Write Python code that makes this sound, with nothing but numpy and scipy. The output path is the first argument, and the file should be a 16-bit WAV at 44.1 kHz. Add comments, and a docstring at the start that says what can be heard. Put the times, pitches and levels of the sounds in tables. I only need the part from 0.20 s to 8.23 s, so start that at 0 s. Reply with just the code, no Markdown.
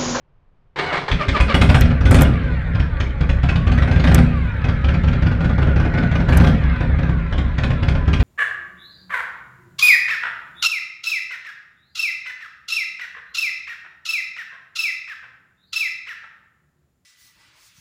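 """A big V-twin motorcycle in a garage, heard from the saddle: first the starter's pinion clacks in over faint room
tone, whines and grinds, its pitch sagging at each compression. The engine catches: gas slugs ring damped low
resonances under noise bursts of crack and blat, while meshing teeth whine, valve gear clatters and the intake barks.
Three blips of the throttle follow, with coasting between; the loping idle leaves about one stroke in four weak.
The walls answer with a diffuse tail throughout; the microphone rounds off tall peaks and adds bright overload ticks."""
import sys
import numpy as np
from scipy import signal
from scipy.fft import rfft, irfft, next_fast_len
from scipy.io import wavfile
from scipy.ndimage import uniform_filter1d, map_coordinates

SR = 44100
rng = np.random.default_rng(int(sys.argv[2]) if len(sys.argv) > 2 else 0)


def output_pcm(signal):
    """Save a mono or channel-first signal as 16-bit PCM at the path in sys.argv[1].

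    Samples are clipped to [-1, 1] before scaling.
    """
    pcm = np.clip(np.atleast_2d(signal).T, -1, 1) * 32767
    wavfile.write(sys.argv[1], SR, np.round(pcm).astype(np.int16))


N = 354123

# All table levels are relative: they are set before the mix.
# faint low room tone: (frequency [Hz], level per Hz [dB])
ROOM_TONE = [(20, 2.5), (60, -9), (150, -11.5), (220, -23.5), (400, -26), (1000, -29), (3000, -43.5),
             (12000, -74.5)]
# decay of the walls' diffuse answer: (frequency [Hz], t60 [s])
GARAGE_DECAY = [(150, 0.94), (1000, 0.25), (4000, 0.32), (12000, 0.29)]

# solenoid and pinion striking home: (time [s], level [dB])
PINION_CLACKS = [(0.559, -18.5), (0.587, -9), (0.725, -11.5), (0.771, -11.5), (0.88, -11)]
# noise of grinding starter teeth and of the clacks: (frequency [Hz], level per Hz [dB])
STARTER_SPECTRUM = [(80, -29), (150, 5.5), (250, -16), (400, 5), (600, -2), (950, 3.5), (1500, 0.5),
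                    (2050, 0), (2220, 3.5), (2450, -9.5), (4100, -9), (5500, -24.5), (8500, -35.5),
                    (15000, -88)]
# starter whine: (multiple of the mesh, level running free [dB], level under compression [dB])
PINION_HARMONICS = [(1, 2, -4), (2, 0, 4), (3, -3, -2), (4, -4, 0), (5, -15, -7)]
# resonances of the starter's housing: (frequency [Hz], level [dB])
HOUSING_RESPONSE = [(500, -5), (760, 1), (950, -7), (1150, 0), (1300, 3), (1420, -3), (1550, 2), (1850, -5),
                    (2230, 5), (2450, -9), (3000, -2), (4000, -14)]
# compressions that drag the starter down:
# (time [s], lowest mesh [Hz], time to sag [s], grind level [dB], whine level [dB])
COMPRESSION_DRAG = [(0.752, 500, .03, -24.5, -23), (1.022, 575, 0.034, -25, -18.5),
                    (1.166, 570, 0.032, -21, -18), (1.312, 565, 0.03, -21.5, -17.5)]

# The twin has one power stroke a crank turn; its salvos of firings and misses also pin the strokes in time:
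# (time [s], strokes: x fires and - misses, crack level [dB], boom level [dB], blat level [dB])
STROKE_SALVOS = [(0.917, "x", -10.5, -14, -23.5), (1.0855, "x", -7, -16, -23.5),
                 (1.2028, "x", -8.5, -11.5, -18.5), (1.3433, "xx", -6, -10.5, -14),
                 (1.4925, "xx", -8, -10, -13.5), (1.611, "x", -8.5, -5, -27.5),
                 (1.6522, "xx-", -22.5, -11.5, -21), (1.8089, "x", -20.5, -14.5, -22),
                 (1.856, "x", -13.5, -8, -19), (1.9098, "xx", -9.5, -5, -11),
                 (1.9862, "xx", -13, -10.5, -13), (2.0449, "x-----------", -22, -12, -21),
                 (2.5502, "x", -24.5, -15.5, -24.5), (2.599, "x--", -19, -14, -26),
                 (2.803, "x--", -13.5, -16.5, -22.5), (3.0084, "x", -21.5, -14, -22),
                 (3.094, "x-", -15.5, -12, -22.5), (3.234, "xxx-", -16, -13, -21),
                 (3.4694, "xxxx", -18, -12, -21.5), (3.6758, "xxxx", -19.5, -12.5, -21),
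                 (3.841, "xxxx", -14, -12, -16), (3.981, "x-----------", -13, -5.5, -19),
                 (4.443, "xx--", -21, -16.5, -20), (4.643, "xxx-", -19, -15, -21.5),
                 (4.837, "xxx-", -21.5, -12.5, -23.5), (5.0231, "xxx-", -21.5, -13.5, -23),
                 (5.2066, "xxx-", -22, -13, -21), (5.3824, "xxx-", -22, -14.5, -19),
                 (5.5605, "xxx-", -21.5, -13.5, -19.5), (5.739, "xxx-", -21, -14.5, -19.5),
                 (5.915, "xxx-", -20.5, -16, -19.5), (6.087, "xxxx", -16.5, -12, -16),
                 (6.2406, "xx", -15.5, -14, -16.5), (6.3037, "x-------", -36, -15, -29.5),
                 (6.607, "x---", -21.5, -14.5, -19.5), (6.7875, "xxx---", -25, -17.5, -23),
                 (7.125, "xx--", -21, -15.5, -23), (7.382, "xxx-", -17, -14.5, -20.5),
                 (7.628, "x", -17, -14, -21.5), (7.684, "x", -14.5, -13, -21),
                 (7.752, "x-", -22, -11.5, -22.5), (7.878, "x", -19, -15, -21), (7.933, "x", -13, -14, -22),
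                 (7.9988, "x", -16.5, -9, -20.5)]
# crank speed, pushed up by the throttle and coasting down after each blip: (time [s], speed [turns/s])
CRANK_SPEED = [(1, 10), (1.28, 9.6), (1.42, 15.6), (1.55, 17.2), (1.66, 20.6), (1.8, 17.8), (1.87, 21.7),
               (1.95, 28), (2.05, 32.2), (2.2, 25.1), (2.35, 21.8), (2.47, 17.4), (2.58, 15.3), (2.8, 13.5),
               (2.9, 13.4), (3.12, 12.8), (3.35, 16.1), (3.57, 19.2), (3.76, 24.7), (3.91, 26), (4, 32),
               (4.12, 28.6), (4.27, 22.5), (4.43, 19.9), (4.74, 19.8), (5.1, 21.6), (5.5, 22.1),
               (6.08, 22.7), (6.18, 29.7), (6.29, 31.6), (6.48, 25.3), (6.7, 20.6), (6.78, 19),
               (6.93, 16.5), (7.1, 16), (7.3, 15.8), (8, 15.4)]
# low resonances of pipes and garage: (frequency [Hz], width [Hz], level [dB])
BOOM_MODES = [(32.5, 9.7, -9.5), (49, 10, -10), (66, 9.1, 1), (100.2, 18.8, 7), (128.7, 9.4, -5.5),
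              (144.2, 6.9, -15), (164.8, 5.73, -9), (210, 14, -27), (241.7, 6.85, -12.5), (273, 12, -28.5),
              (325.5, 21, -22), (393, 19, -33.5), (453, 21, -26.5), (524, 12, -18.5), (670, 30, -36),
              (787, 15, -29)]
# exhaust crack: (frequency [Hz], level per Hz [dB])
CRACK_SPECTRUM = [(500, -12.5), (1100, 2.5), (1700, 4.5), (2250, 4), (2480, 4), (2700, -2.5), (3300, 0.5),
                  (4000, -7), (5200, -13.5), (7000, -21), (10000, -45), (15000, -64.5)]
# exhaust blat, also the chuff of a miss: (frequency [Hz], level per Hz [dB])
BLAT_SPECTRUM = [(60, -20), (150, 17), (240, 7), (380, -1), (700, -1.5), (1000, -8.5), (1600, -6.5),
                 (4000, -74)]
# rasp of hard firings: (frequency [Hz], level per Hz [dB])
RASP_SPECTRUM = [(2500, -17), (5000, -6.5), (9000, 6), (12000, -17.5), (15000, -19.5)]

# valve clatter: (frequency [Hz], level per Hz [dB])
CLATTER_SPECTRUM = [(150, 6.5), (300, -18), (500, 4.5), (750, -11.5), (900, -4), (1150, -4), (1500, 1),
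                    (2300, -2.5), (2900, -12.5), (3900, -15), (5200, -34), (8000, -40), (14000, -62.5)]
# gear whine: (multiple of the mesh, level when pulling [dB], level when slowing [dB])
GEAR_HARMONICS = [(2, -8, 2), (3, 5.5, 0.5), (4, -1.5, 0), (5, -7, -1.5), (6, -11, -4)]
# what the engine case radiates of the whine: (frequency [Hz], level [dB])
CASE_RESPONSE = [(600, -18), (1000, -5), (1150, 0), (1300, -1.5), (1470, 3.5), (1700, 1.5), (1900, -4),
                 (2400, -3), (2900, -9), (4000, -21)]
# metal pings set off by a few firings: (time [s], frequency [Hz], level [dB])
METAL_PINGS = [(1.207, 2510, -9.5), (1.344, 2920, -9), (1.348, 1642, -13), (2.05, 2880, -20.5),
               (2.864, 2240, -25.5), (3.288, 2574, -13.5), (3.518, 2496, -20.5), (3.584, 1940, -16)]
# spans with the throttle held open: (start [s], end [s], intake bark level [dB])
THROTTLE_SPANS = [(1.33, 1.56, -20), (1.9, 2.04, -24), (3.83, 3.99, -28.5), (6.08, 6.29, -24.5)]
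# honk of the intake: (frequency [Hz], level per Hz [dB])
INTAKE_SPECTRUM = [(300, -31), (480, -10.5), (640, -1.5), (790, 4), (950, -5), (1500, -39.5)]
# very short, bright overload ticks around the loud moments:
# (time [s], level before the high-pass [dB], lower edge [Hz])
OVERLOAD_TICKS = [(1.6102, -13, 4000), (1.9121, -16, 5000), (1.9444, -21, 6000), (2.0104, -14, 6000),
                  (2.0203, -7, 6000), (2.0314, -15, 8000), (3.9464, -5, 4500), (6.1729, -8, 9000)]
# fizz at each tick: (frequency [Hz], level per Hz [dB])
TICK_SPECTRUM = [(3000, -48), (6000, 18.5), (9000, 10.5), (14000, 5.5), (15000, -0.5)]

STARTER_ON_S, STARTER_OFF_S, SPIN_UP_S = 0.56, 1.4, 0.021
CRANKING_MESH_HZ = 741.4  # the starter's gear pitch between compressions
RECOVER_S, GRIND_S = 0.014, 0.024  # its pitch recovers; the grind swells and fades
INRUSH_DB, INRUSH_FALL_DB_PER_S, DRAG_DB = -23, 55, -42  # a burst of grinding as it sets off, soon fading
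FREE_WHINE_DB = -25
WHINE_LEAD_S, WHINE_SWELL_S = 0.0035, 0.024  # under compression the whine swells just ahead of the grind

VEE_TURNS = 1 / 8  # how early the rear cylinder fires
IDLE_TURNS_PER_S = 22  # reference speed for levels that follow the engine
REAR_CRACK_DB, REAR_BOOM_DB = 2, 1  # the rear cylinder fires harder
# the third firing of a salvo that ends in a miss cracks less and booms slightly more
THIRD_CRACK_DB, THIRD_BOOM_DB = -2, 1
KICK_TURNS_PER_S, KICK_FADE_S = 1.45, 0.098  # each firing's push on the flywheel, before smoothing
NEAR_WALL_S, NEAR_WALL_GAIN = 0.00998, 0.41  # the first, inverted return of each boom
BRIGHT_DB_PER_OCTAVE = 3.5  # a faster engine tilts the boom toward its upper resonances
RASP_DB, RASP_GROWS = -4, 3.28  # the rasp gains 3.28 dB per dB of strength, so hard firings rasp most
MISS_BOOM_DB, MISS_CHUFF_DB = -21.5, -30.5
MISS_DB_PER_OCTAVE = -1.5  # misses weaken as engine speed rises
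MISS_DULL_DB_PER_OCTAVE = -2.5  # misses are duller than firings

CLATTER_DB, CLATTER_DB_PER_OCTAVE = -35, 5  # at the reference speed, and growth with speed
GEAR_TEETH = 22
WHINE_DB, WHINE_SLOWING_DB = -39.7, 1.2
PING_T60_S = 0.05
TAP_LOW_HZ, TAP_HIGH_HZ, TAP_T60_S = 1881, 5994, 0.022  # span and life of the small steel parts' modes
VALVE_DB, VALVE_SCATTER_DB = -40.5, 4.5  # a valve seating, at the reference speed
KNOCK_DB, KNOCK_SPREAD_S = -9.5, 0.011  # taps jarred loose by a firing, relative to its crack
TOP_HZ = 15000  # the microphone's band limit


def amp(db):
    """Logarithmic level: decibels to amplitude gain."""
    return 10 ** (np.asarray(db) / 20)


def unit(x):
    """Normalization of x to an rms of 1."""
    return x / np.sqrt(np.mean(x ** 2) + 1e-20)


def along(points, hz):
    """Logarithmic interpolation: (frequency [Hz], value) points read on a log axis."""
    f, v = np.transpose(points)
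    return np.interp(np.log(hz + 1), np.log(f + 1), v)


def curves(rows):
    """Linear interpolation: one value per sample for each column after the time."""
    s, *cols = np.transpose(rows)
    return [np.interp(np.arange(N) / SR, s, c) for c in cols]


def wobble(rate):
    """Band-limited random modulation: a smooth curve through random knots, rate of them a second."""
    knots = rng.standard_normal(int(N * rate / SR) + 4)
    return map_coordinates(knots, [np.arange(N) * rate / SR])


def filtered(x, response):
    """Linear filtering: the spectrum of x times a response of frequency."""
    size = next_fast_len(N + 8192)
    return irfft(rfft(x, size) * response(np.fft.rfftfreq(size, 1 / SR)), size)[:N]


def noise(spectrum):
    """Spectral shaping: white noise coloured by the spectrum, at rms 1."""
    white = rng.standard_normal(N)
    return unit(filtered(white, lambda hz: amp(along(spectrum, hz))))


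def add(track, s, sound):
    """Superposition: mix a sound into the track at time s."""
    start = max(0, round(s * SR))
    part = track[start:start + len(sound)]
    part += sound[:len(part)]


def bursts(times, levels, spectrum, attack, t60):
    """Incoherent addition: puffs of coloured noise rise quickly and decay, and their powers sum."""
    t = np.arange(SR // 3) / SR
    shape = (1 - np.exp(-t / attack)) * amp(-60 * t / t60)
    power = np.zeros(N)
    for s, db in zip(times, levels):
        add(power, s, (amp(db) * shape / shape.max()) ** 2)
    return np.sqrt(power) * noise(spectrum)


def patchy(x, depth_db):
    """Time-varying filtering: the colour of x changes at random from one moment to the next."""
    z = signal.stft(x, nperseg=512)[2]
    field = uniform_filter1d(rng.standard_normal(z.shape), size=4, axis=0)  # smooth over frequency
    field = uniform_filter1d(field, size=7, axis=1)  # smooth over time
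    return signal.istft(z * amp(depth_db * unit(field)), nperseg=512)[1][:N]


def room_tone():
    """Stationary noise: a faint, low background."""
    return amp(-54.0) * noise(ROOM_TONE)


def starter_effort():
    """Torque balance: the gear pitch [Hz] and grinding gain as the starter spins up and meets each compression."""
    t = np.arange(N) / SR
    on = np.maximum(t - STARTER_ON_S, 0)
    hz = CRANKING_MESH_HZ * (1 - np.exp(-on / SPIN_UP_S) / 2)
    gain = amp(INRUSH_DB - INRUSH_FALL_DB_PER_S * on) + amp(DRAG_DB)
    for s, low_hz, sag_s, db, _ in COMPRESSION_DRAG:
        dip = np.exp(-((t - s) / np.where(t < s, sag_s, RECOVER_S)) ** 2)
        hz = hz + (low_hz - CRANKING_MESH_HZ) * dip
        gain = gain + amp(db) * np.exp(-((t - s) / GRIND_S) ** 2)
    return hz * (1 + 0.0116 * wobble(24.93)), gain


def starter():
    """Gear-mesh excitation: among the clacks, harmonics of the tooth rate whine and noise pulses at that rate."""
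    mesh_hz, grind = starter_effort()
    t = np.arange(N) / SR
    engaged = np.clip(np.minimum(t - STARTER_ON_S, STARTER_OFF_S - t) / 0.021, 0, 1)
    mesh = 2 * np.pi * np.cumsum(mesh_hz) / SR
    first_load = COMPRESSION_DRAG[0][0]
    free = np.clip(np.minimum((t - STARTER_ON_S) / 0.075, (first_load - t) / 0.025), 0, 1)
    loaded = np.zeros(N)
    for s, *_, db in COMPRESSION_DRAG:
        loaded += amp(db) * np.exp(-((t - s + WHINE_LEAD_S) / WHINE_SWELL_S) ** 2)
    whine = np.zeros(N)
    for k, free_db, loaded_db in PINION_HARMONICS:
        tone = np.sin(k * mesh + 0.35 * wobble(170)) * amp(2 * wobble(60))
        whine += tone * (free * amp(FREE_WHINE_DB + free_db) + loaded * amp(loaded_db)) / 2
    # the gliding tones flare in the housing's resonances
    whine = filtered(whine, lambda hz: amp(along(HOUSING_RESPONSE, hz)))
    teeth = patchy(noise(STARTER_SPECTRUM), depth_db=3.0)
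    teeth = unit(teeth * (1 + 0.8 * np.cos(mesh)) * amp(2.5 * wobble(300)))
    s, db = np.transpose(PINION_CLACKS)
    clacks = bursts(s, db - 9.0, STARTER_SPECTRUM, attack=0.0013, t60=0.17)
    return engaged * (grind * teeth + whine) + clacks


def garage(x):
    """Diffuse reverberation: convolution with decaying noise, whose decay time depends on frequency."""
    hz, t, z = signal.stft(rng.standard_normal(SR // 2), SR, nperseg=256)
    decay = amp(-60 * t / along(GARAGE_DECAY, hz)[:, None])
    tail = signal.istft(z * decay, SR, nperseg=256)[1]
    tail = tail * np.minimum(np.arange(len(tail)) / SR / 0.006, 1)  # the answer builds up over 6 ms
    return signal.fftconvolve(x, tail / np.linalg.norm(tail))[:N]


def crank():
    """Crank kinematics: speed [turns/s] per sample and every stroke's time, the vee making the rear one early."""
    t = np.arange(N) / SR
    starts = np.array([row[0] for row in STROKE_SALVOS])
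    counts = [len(row[1]) for row in STROKE_SALVOS]
    stroke = np.arange(1, sum(counts) + 1)
    angle = stroke - stroke % 2 * VEE_TURNS
    first = angle[np.cumsum(counts) - counts]  # angle of each salvo's first stroke
    speed, = curves(CRANK_SPEED)
    turns = np.cumsum(speed) / SR
    stroke_turns = np.interp(angle, first, np.interp(starts, t, turns))
    return speed, np.interp(stroke_turns, turns, t)


def ignite(strokes):
    """Intermittent combustion: strokes sorted into firings (s, crack, boom, blat dB) and the times of misses."""
    firings, misses, k = [], [], 0
    for _, pattern, crack_db, boom_db, blat_db in STROKE_SALVOS:
        for place, mark in enumerate(pattern):
            rear = k % 2 == 0
            third = place == 2 and pattern.endswith("-")
            if mark == "x":
                crack = crack_db + rear * REAR_CRACK_DB + third * THIRD_CRACK_DB
                boom = boom_db + rear * REAR_BOOM_DB + third * THIRD_BOOM_DB
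                firings.append((strokes[k], crack, boom, blat_db))
            else:
                misses.append(strokes[k])
            k += 1
    return np.array(firings), np.array(misses)


def booms(times, levels, paces, dull_db, walls, rise=0.016, lag=0.00417, scatter_db=2.5, skew=0.92,
          stray=0.77, build=0.016):
    """Modal excitation: each gas slug swells and rings damped low modes; the walls return them out of step."""
    hz, width, db = np.transpose(BOOM_MODES)[:, :, None]
    lead = 1 / 32  # room for the swell before each slug [s]
    t = np.arange(SR // 4) / SR - lead
    after = np.maximum(t, 0)
    swell = (np.minimum(t, 0) / rise) ** 2
    rings = np.exp(2j * np.pi * hz * t - np.pi * width * after - swell)
    answer = (1 - np.exp(-after / build)) * rings
    out_of_step = skew * (-1) ** np.arange(len(BOOM_MODES))
    draws = rng.standard_normal((len(times), 2, len(BOOM_MODES)))
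    track = np.zeros(N)
    for s, level, pace, (size, drift) in zip(times, levels, paces, draws):
        # harder and faster slugs are brighter
        tilt = dull_db + 0.11 * (level + 8.5) + BRIGHT_DB_PER_OCTAVE * pace
        gain = amp(level + db[:, 0] + tilt * np.log2(hz[:, 0] / 100) + scatter_db * size)
        returned = (gain * np.exp(1j * (out_of_step + stray * drift))) @ answer
        thump = (gain @ rings + walls * returned).real
        add(track, s + lag - lead, thump)
        add(track, s + lag - lead + NEAR_WALL_S, -NEAR_WALL_GAIN * thump)
    return filtered(track, lambda f: f ** 2 / (f ** 2 + 18 ** 2) / (1 + (f / 1500) ** 4))


def exhaust(speed, firings, misses):
    """Pulsed gas flow: firings boom, blat, crack and rasp; misses boom weakly and chuff. Returns (boom, gas)."""
    s, crack_db, boom_db, blat_db = firings.T
    octaves = np.log2(speed / IDLE_TURNS_PER_S)
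    firing_pace, miss_pace = [np.interp(times * SR, np.arange(N), octaves) for times in (s, misses)]
    weak_db = MISS_DB_PER_OCTAVE * miss_pace + 2.2 * rng.standard_normal(len(misses))
    boom = amp(-8.0) * booms(s, boom_db, firing_pace, dull_db=-0.5, walls=2.9)
    weak_boom = booms(misses, MISS_BOOM_DB + weak_db, miss_pace, dull_db=MISS_DULL_DB_PER_OCTAVE, walls=3.7)
    boom = boom + amp(-7.5) * weak_boom
    crack = bursts(s - 0.003, crack_db - 10, CRACK_SPECTRUM, attack=0.004, t60=0.066)
    crack = patchy(crack, depth_db=3.5) * amp(2.5 * wobble(500) - 0.7)
    blat = bursts(s - 0.002, blat_db + 3.8, BLAT_SPECTRUM, attack=0.0023, t60=0.15)
    rasp_db = RASP_DB + RASP_GROWS * (crack_db + boom_db + blat_db) / 3
    rasp = bursts(s, rasp_db, RASP_SPECTRUM, attack=0.003, t60=0.085) * amp(3 * wobble(400))
    chuff = bursts(misses, MISS_CHUFF_DB + weak_db, BLAT_SPECTRUM, attack=0.004, t60=0.2)
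    return boom, crack + blat + rasp + chuff


def flywheel(speed, firings):
    """Rotational inertia: crank turns so far, each firing adding a kick of speed that dies away."""
    kicks = np.bincount(np.round(firings[:, 0] * SR).astype(int), minlength=N)[:N]
    surge = signal.lfilter([KICK_TURNS_PER_S], [1, -np.exp(-1 / (KICK_FADE_S * SR))], kicks)
    surge = uniform_filter1d(surge, SR // 50) - uniform_filter1d(surge, SR // 3)  # keep only the fast part
    return np.cumsum(speed + surge) / SR


def valve_clatter(speed, turns):
    """Periodic modulation: clatter noise swells twice a crank turn and grows with speed."""
    level = amp(CLATTER_DB + CLATTER_DB_PER_OCTAVE * np.log2(speed / IDLE_TURNS_PER_S))
    beat = np.exp(-(2 * turns % 1) / 2.2) * amp(2.1 * wobble(40))
    return level * unit(patchy(noise(CLATTER_SPECTRUM), depth_db=3.3) * (1 + 0.39 * beat))


def gear_whine(speed, turns):
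    """Tooth-mesh harmonics: tones locked to the crank, whose balance shifts as the engine slows."""
    slowing = np.clip(uniform_filter1d(-np.gradient(speed) * SR, SR // 8) / 14, 0, 1)
    whine = np.zeros(N)
    for order, pull_db, slow_db in GEAR_HARMONICS:
        flutter = (0.75 - 0.2 * slowing) * wobble(80)
        tone = np.sin(2 * np.pi * order * GEAR_TEETH * turns + flutter) * amp(3.2 * wobble(30))
        whine += amp(pull_db + slowing * (slow_db - pull_db)) * tone
    whine = unit(filtered(whine, lambda hz: amp(along(CASE_RESPONSE, hz))))
    whine = whine * (1 + 0.41 * (1 - slowing) * np.cos(2 * np.pi * turns))  # under load it throbs once a turn
    return amp(WHINE_DB + WHINE_SLOWING_DB * slowing) * whine


def machinery(speed, turns):
    """Mechanical radiation: valve clatter and gear whine, fading in as the engine catches."""
    running = np.clip((np.arange(N) / SR - 1.1) / 0.22, 0, 1)
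    return running * (valve_clatter(speed, turns) + gear_whine(speed, turns))


def taps(times, levels):
    """Modal impact: each tiny steel blow rings its own handful of short modes, the higher ones weaker."""
    t = np.arange(SR // 25) / SR
    track = np.zeros(N)
    for s, db, draw in zip(times, levels, rng.random(size=(len(times), 14))):
        hz = TAP_LOW_HZ * (TAP_HIGH_HZ / TAP_LOW_HZ) ** draw
        gain = (TAP_LOW_HZ / hz) ** 1.88 * (-1) ** np.arange(len(hz))
        ring = gain @ np.sin(2 * np.pi * hz[:, None] * t) / np.linalg.norm(gain)
        add(track, s, amp(db - 60 * t / TAP_T60_S) * ring)
    return track


def valve_train(speed, turns, firings):
    """Repeated impact: valves seat twice a crank turn, and each firing jars taps out of loose parts."""
    seat_turns = np.arange(2 * turns[0], 2 * turns[-1]) / 2 + 0.01
    seats = np.interp(seat_turns, turns, np.arange(N))
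    seats = seats[seats > STARTER_OFF_S * SR].astype(int)
    seat_db = VALVE_DB + CLATTER_DB_PER_OCTAVE * np.log2(speed[seats] / IDLE_TURNS_PER_S)
    track = taps(seats / SR, seat_db + VALVE_SCATTER_DB * rng.standard_normal(len(seats)))
    delays = rng.random(size=(3, len(firings)))  # three taps a firing
    sizes = rng.standard_normal(size=(3, len(firings)))
    for delay, size in zip(delays, sizes):
        track += taps(firings[:, 0] + KNOCK_SPREAD_S * delay, firings[:, 1] + KNOCK_DB + 2 * size)
    return track


def pings():
    """Damped free vibration: short, slightly rough metallic rings."""
    t = np.arange(SR // 5) / SR
    track = np.zeros(N)
    for s, hz, db in METAL_PINGS:
        ring = np.sin(2 * np.pi * hz * t + 0.6 * wobble(300)[:len(t)])
        add(track, s, amp(db - 60 * t / PING_T60_S) * (1 - np.exp(-t / 0.0028)) * ring)
    return track


def intake(strokes):
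    """Pulsed suction: with the throttle open, every stroke gulps air and the intake barks."""
    barks = [(s, db) for start, end, db in THROTTLE_SPANS for s in strokes if start < s < end]
    s, db = np.transpose(barks)
    return bursts(s, db, INTAKE_SPECTRUM, attack=0.003, t60=0.1)


def ticks():
    """Impulsive distortion: very short, bright overload ticks at set times, each with a faint fizz around it."""
    s, db, _ = np.transpose(OVERLOAD_TICKS)
    t = np.arange(SR // 50) / SR
    track = bursts(s - 0.003, db - 27, TICK_SPECTRUM, attack=0.006, t60=0.04)
    for s, db, edge_hz in OVERLOAD_TICKS:
        spit = amp(db - 60 * t / 0.005) * rng.standard_normal(len(t))
        high_pass = signal.butter(6, edge_hz, "high", fs=SR, output="sos")
        add(track, s, signal.sosfilt(high_pass, spit))
    return track


def scene():
    """Superposition of direct sound and reverberation: engine and starter in the garage, over room tone."""
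    speed, strokes = crank()
    firings, misses = ignite(strokes)
    boom, gas = exhaust(speed, firings, misses)
    gas = gas + intake(strokes)
    turns = flywheel(speed, firings)
    metal = machinery(speed, turns) + valve_train(speed, turns, firings) + starter() + pings()
    walls = garage(amp(-5.5) * gas + amp(-6) * metal)
    return (boom + amp(-3.5) * gas + amp(-0.5) * metal + walls + room_tone())[None]


def record(dry):
    """Saturation and band limiting: the microphone rounds off tall peaks, ticks are added, the top is cut."""
    clipped = dry[0] / (1 + np.abs(dry[0] / 0.95) ** 6) ** (1 / 6)
    steep = signal.ellip(10, 0.1, 90, TOP_HZ, fs=SR, output="sos")
    return signal.sosfilt(steep, clipped + ticks())[None]


dry = scene()
out = record(dry)
output_pcm(out)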